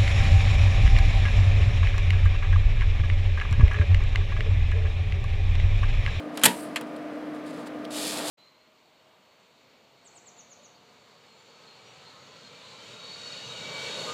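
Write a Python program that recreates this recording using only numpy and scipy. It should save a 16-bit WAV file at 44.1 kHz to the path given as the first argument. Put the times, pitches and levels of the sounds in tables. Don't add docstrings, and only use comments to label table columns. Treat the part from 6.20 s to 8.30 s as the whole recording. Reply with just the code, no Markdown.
import sys
import numpy as np
from scipy import signal
from scipy.fft import rfft, irfft
from scipy.io import wavfile
from scipy.ndimage import uniform_filter1d, minimum_filter1d

SR = 44100
rng = np.random.default_rng(int(sys.argv[2]) if len(sys.argv) > 2 else 0)


def transcribe(signal):
    frames = np.atleast_2d(signal).T
    limited = np.clip(frames, -1, 1)
    pcm = np.round(limited * 32767).astype(np.int16)
    wavfile.write(sys.argv[1], SR, pcm)


N = 92610
TIME = np.arange(N) / SR

# start_s, level_db
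STOPS = [(0.2362, -12), (0.2560, -2.5)]
# pitch_hz, level_db (added to that of the blow), t60_s
FRAME_MODES = [(533, -23, 0.12), (669, -34, .35), (910, -26, .07), (1513, -30, 0.17), (1840, -29, 0.18),
               (1930, -16, 0.087), (2680, -25, .14), (2954, -20, .08), (3120, -13, 0.063),
               (3155, -13.5, 0.083), (3650, -20.5, 0.056), (3865, -21.5, 0.08)]
# pitch_hz, level_db (added to that of the blow), t60_s
CASE_MODES = [(188, -26, .22), (243.7, -24, .22), (295, -27, 0.16), (350, -31, .17), (430, -29, .16),
              (883, -29, .2), (955, -30, .27)]
# frequency_hz, relative level_db_per_hz
SCRAPE_SPECTRUM = [(880, -42), (1500, -11.5), (1880, -4.5), (2050, -14), (2240, -6), (2590, -5),
                   (3480, -1.5), (4270, -2), (4940, -1.5), (5720, -9), (7450, -3.5), (10500, -7),
                   (15500, -22.5)]


def from_db(db):
    return 10 ** (np.asarray(db) / 20)


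def rms_one(x):
    return x / np.sqrt(np.mean(x ** 2) + 1e-20)


def in_time(rows):
    s, *columns = np.transpose(rows)
    return [np.interp(TIME, s, column) for column in columns]


def colour(x, spectrum, tilt_db=0):
    hz, db = np.transpose(spectrum)
    octave = np.log2(np.fft.rfftfreq(N, 1 / SR) + 1)
    points = np.log2(hz)
    outside = np.abs(octave - np.clip(octave, points[0], points[-1]))
    tilt = tilt_db * (octave - points.mean())
    shape = np.interp(octave, points, db) + tilt - 18 * outside
    return rms_one(irfft(rfft(x) * from_db(shape), N))


def noise(spectrum, tilt_db=0):
    return colour(rng.standard_normal(N), spectrum, tilt_db)


def drift(rate_hz):
    hz = np.fft.rfftfreq(N, 1 / SR)
    return rms_one(irfft(rfft(rng.standard_normal(N)) / (1 + (hz / rate_hz) ** 2), N))


def decay(start_s, t60_s, attack_s):
    age = np.maximum(TIME - start_s, 0)
    return np.minimum(age / attack_s, 1) * np.exp(-np.log(1000) * age / t60_s)


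def knocks(rows, spectrum, attack_s, tail_db, tail_t60_s, tail_tilt_db):
    crack, tail_power = np.zeros(N), np.zeros(N)
    for start_s, level_db, tilt_db, t60_s in rows:
        crack += from_db(level_db) * decay(start_s, t60_s, attack_s) * noise(spectrum, tilt_db)
        tail_power += (from_db(level_db) * decay(start_s, tail_t60_s, attack_s)) ** 2
    tail = np.sqrt(tail_power) * noise(spectrum, tail_tilt_db)
    return crack + from_db(tail_db) * tail


def ring(rows, modes):
    start_s, blow_db = np.transpose(rows)[:2]
    spread_db = 1.5
    out = np.zeros(N)
    for hz, mode_db, t60_s in modes:
        clicks = np.full(N, 1e-18)
        strength_db = blow_db + mode_db + spread_db * rng.standard_normal(len(start_s))
        clicks[(start_s * SR).astype(int)] = from_db(strength_db)
        radius = np.exp(-np.log(1000) / (t60_s * SR))
        angle = 2 * np.pi * hz / SR
        out += signal.lfilter([0, np.sin(angle)], [1, -2 * radius * np.cos(angle), radius ** 2], clicks)
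    return out


def eject():
    # start_s, level_db, tilt_db_per_octave, t60_s
    blows = [(0.2354, -6.5, 1.5, 0.03), (0.2398, -12, -2, 0.037), (0.2446, -8.5, 1, 0.024),
             (0.2536, -2, 2.5, 0.02), (0.2574, -4.5, 0, 0.032), (0.2604, -6.5, .5, 0.025)]
    # frequency_hz, relative level_db_per_hz
    clack_spectrum = [(125, -29.5), (190, -7.5), (275, -5), (600, -7.5), (900, -2.5), (1100, -10.5),
                      (1350, -4), (1850, -2.5), (2200, -4), (3150, -2.5), (4200, -6), (5700, -13.5),
                      (7400, -6), (10400, -7), (13000, -10), (13600, -18.5), (15500, -25)]
    # start_s, level_db
    recoils = [(0.2380, -10), (0.2735, 0.5), (0.2890, -10)]
    clack = knocks(blows, clack_spectrum, attack_s=.00067, tail_db=-20, tail_t60_s=.2, tail_tilt_db=-2.5)
    return clack + ring(STOPS, FRAME_MODES) + ring(recoils, CASE_MODES)


def rattle(coil_count=90, touch_count=16):
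    # pitch_hz, level_db (added to that of the blow), t60_s
    spring_modes = [(4107, -54, .35), (4678, -52, .35), (5884, -51, .3), (8419, -47, .35), (9792, -50, .35),
                    (10594, -48, 0.4), (10660, -48, .35), (12075, -52, .3)]
    # frequency_hz, relative level_db
    chatter_spectrum = [(4000, -12.5), (6500, -13.5), (8400, 3), (10700, -3.5), (14500, -9.5)]
    lowest_hz, highest_hz = chatter_spectrum[0][0], chatter_spectrum[-1][0]
    pitches = np.linspace(lowest_hz, highest_hz, coil_count) + 50 * rng.standard_normal(coil_count)
    coil_db, spread_db, coil_t60_s = -57, 5, .25
    levels = coil_db + np.interp(pitches, *np.transpose(chatter_spectrum))
    levels = levels + spread_db * rng.uniform(-1, 1, coil_count)
    coil_modes = [(hz, db, coil_t60_s) for hz, db in zip(pitches, levels)]

    start_s, end_s = .27, .435
    touch_db, chatter_db, chatter_t60_s = -16, -37, .07
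    steps = np.cumsum(rng.uniform(.5, 2, size=touch_count))
    touches = [(start_s + share * (end_s - start_s), touch_db) for share in steps / steps[-1]]
    chatter = sum(from_db(db + chatter_db) * decay(s, chatter_t60_s, .001) for s, db in touches)
    return ring(STOPS + touches, spring_modes + coil_modes) + chatter * noise(chatter_spectrum)


def button():
    # start_s, level_db, tilt_db_per_octave, t60_s
    returns = [(0.5594, -19.5, 0, 0.028), (0.5620, -24, -2, 0.026), (0.5670, -23.5, -3, 0.031),
               (0.5795, -36, -5, .03)]
    # frequency_hz, relative level_db_per_hz
    snap_spectrum = [(900, -13.5), (1600, -11), (1950, 0.5), (2400, -4.5), (2650, -3), (3000, -7.5),
                     (3700, -11), (4250, -15), (4700, -16.5), (6000, -21), (7400, -14), (8600, -21),
                     (11300, -19), (15000, -47)]
    # pitch_hz, level_db (added to that of the blow), t60_s
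    button_modes = [(1660, -13, 0.18), (2290, -8, .045), (4190, -21, 0.059)]
    snap = knocks(returns, snap_spectrum, attack_s=.00075, tail_db=-11.5, tail_t60_s=.1, tail_tilt_db=-2.5)
    nudge = from_db(-2) * ring(returns[:1], CASE_MODES)
    return snap + ring(returns, button_modes) + nudge


def fingers():
    # time_s, level_db
    handling = [(0, -58.5), (0.10, -83), (0.16, -54), (0.23, -49), (0.44, -53.5), (0.5, -63), (1.12, -80.5),
                (1.152, -57), (1.23, -87), (1.265, -53.5), (1.33, -58), (1.42, -57.5), (1.455, -68.5),
                (1.470, -46), (1.478, -47.5), (1.492, -80), (1.69, -73)]
    # start_s, level_db, tilt_db_per_octave, t60_s
    tick_rows = [(0.1738, -26, 3, 0.016), (0.1947, -37, 3, 0.014), (0.2152, -33, -2.5, .015),
                 (0.2272, -31, -8, 0.015), (0.6110, -34, 9, 0.013), (0.7625, -46, 2, .025)]
    # frequency_hz, relative level_db_per_hz
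    tick_spectrum = [(600, -9), (2000, -4), (3200, -1), (4000, -2), (5000, -6), (6400, -10), (8500, -6),
                     (10500, -5.5), (12000, -16), (15500, -23)]
    # start_s, level_db, tilt_db_per_octave, t60_s
    catch_rows = [(1.6460, -45.5, 3, .01), (1.6505, -32, -1, 0.013)]
    # frequency_hz, relative level_db_per_hz
    catch_spectrum = [(2000, -13), (3400, 4.5), (5400, -1), (6400, -14), (10200, -15), (15000, -25)]
    rub_db, = in_time(handling)
    rub = from_db(rub_db + 1.8 * drift(60)) * noise(SCRAPE_SPECTRUM, tilt_db=-2.3)
    ticks = knocks(tick_rows, tick_spectrum, attack_s=.0006, tail_db=-4, tail_t60_s=.074, tail_tilt_db=-6.5)
    catches = knocks(catch_rows, catch_spectrum, attack_s=.0006, tail_db=-18, tail_t60_s=.05, tail_tilt_db=-1)
    frame = from_db(-4) * ring(tick_rows, FRAME_MODES)
    return rub + ticks + catches + frame


def bumps():
    # start_s, level_db
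    bump_rows = [(0.6120, -18), (1.3830, -18.5), (1.4690, -23)]
    return ring(bump_rows, CASE_MODES)


def slide():
    # time_s, hiss_db, rasp_db
    slide_levels = [(1.695, -83, -79), (1.708, -44, -48), (1.755, -38, -43), (1.772, -36, -39),
                    (1.83, -33.5, -43.5), (1.885, -32, -41.5), (1.95, -35.5, -39), (1.985, -35, -35.5),
                    (2.02, -38.5, -37.5), (2.1, -33.5, -37.5)]
    # frequency_hz, relative level_db_per_hz
    rasp_spectrum = [(200, -16.5), (500, 1.5), (950, -4.5), (1350, -9), (2000, -14.5), (4000, -10),
                     (6000, -29)]
    hiss_db, rasp_db = in_time(slide_levels)
    hiss = from_db(hiss_db) * colour(friction(), SCRAPE_SPECTRUM)
    rasp = from_db(rasp_db) * colour(friction(), rasp_spectrum)
    grip = from_db(.5 * drift(45))
    return grip * (hiss + rasp)


def friction():
    grains_per_s, spread_db, smooth_share = 3000, 3.5, .73
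    sizes = from_db(spread_db * np.minimum(rng.exponential(1, N), 4))
    signs = rng.choice([-1, 1], N)
    caught = rng.random(N) < grains_per_s / SR
    return rms_one(sizes * signs * caught) + smooth_share * rng.standard_normal(N)


def thin_out(x):
    return signal.sosfilt(signal.butter(3, 125, "high", fs=SR, output="sos"), x)


def fans():
    # pitch_hz, level_db
    hum = [(302, -37), (604, -50), (673, -49.5), (1210, -53.5)]
    # frequency_hz, relative level_db_per_hz
    air_spectrum = [(25, -43.5), (65, -30.5), (110, -21.5), (160, -9), (215, -5.5), (250, 0), (310, -4),
                    (380, -12.5), (450, -4.5), (560, -6), (670, -4.5), (830, -15), (1200, -15), (1850, -19),
                    (3900, -32), (6700, -42.5), (15500, -52.5)]
    # frequency_hz, relative level_db_per_hz
    room_spectrum = [(15, -52), (25, -26.5), (173, -5), (331, -6.5), (2490, -22), (15500, -48)]
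    waver_db, waver_hz = 1.2, 1.2
    tones = np.zeros(N)
    for hz, db in hum:
        level = from_db(db + waver_db * drift(3.2))
        phase = 2 * np.pi * np.cumsum(hz + waver_hz * drift(4.8)) / SR
        tones += level * np.sin(phase)
    air = from_db(-39) * noise(air_spectrum)
    balance = from_db([[.25], [-.25]])
    room = from_db(-60) * noise(room_spectrum) * np.array([[1], [-1]])
    return (tones + air) * balance + room


def scene():
    parts = eject() + rattle() + button() + fingers() + bumps()
    drive = thin_out(parts) + slide()
    ear_lag_samples = .035
    ear_shift = ear_lag_samples * np.gradient(drive) * np.array([[1], [-1]])
    return drive + ear_shift + fans()


def record(dry):
    ceiling, limiter_s, cutoff_hz = .86, .002, 15800
    size = int(limiter_s * SR)
    allowed = ceiling / np.maximum(np.abs(dry).max(axis=0), ceiling)
    gain = uniform_filter1d(minimum_filter1d(allowed, size), size)
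    top_cut = signal.ellip(10, .1, 80, cutoff_hz, fs=SR, output="sos")
    return signal.sosfilt(top_cut, dry * gain)


dry = scene()
out = record(dry)
transcribe(out)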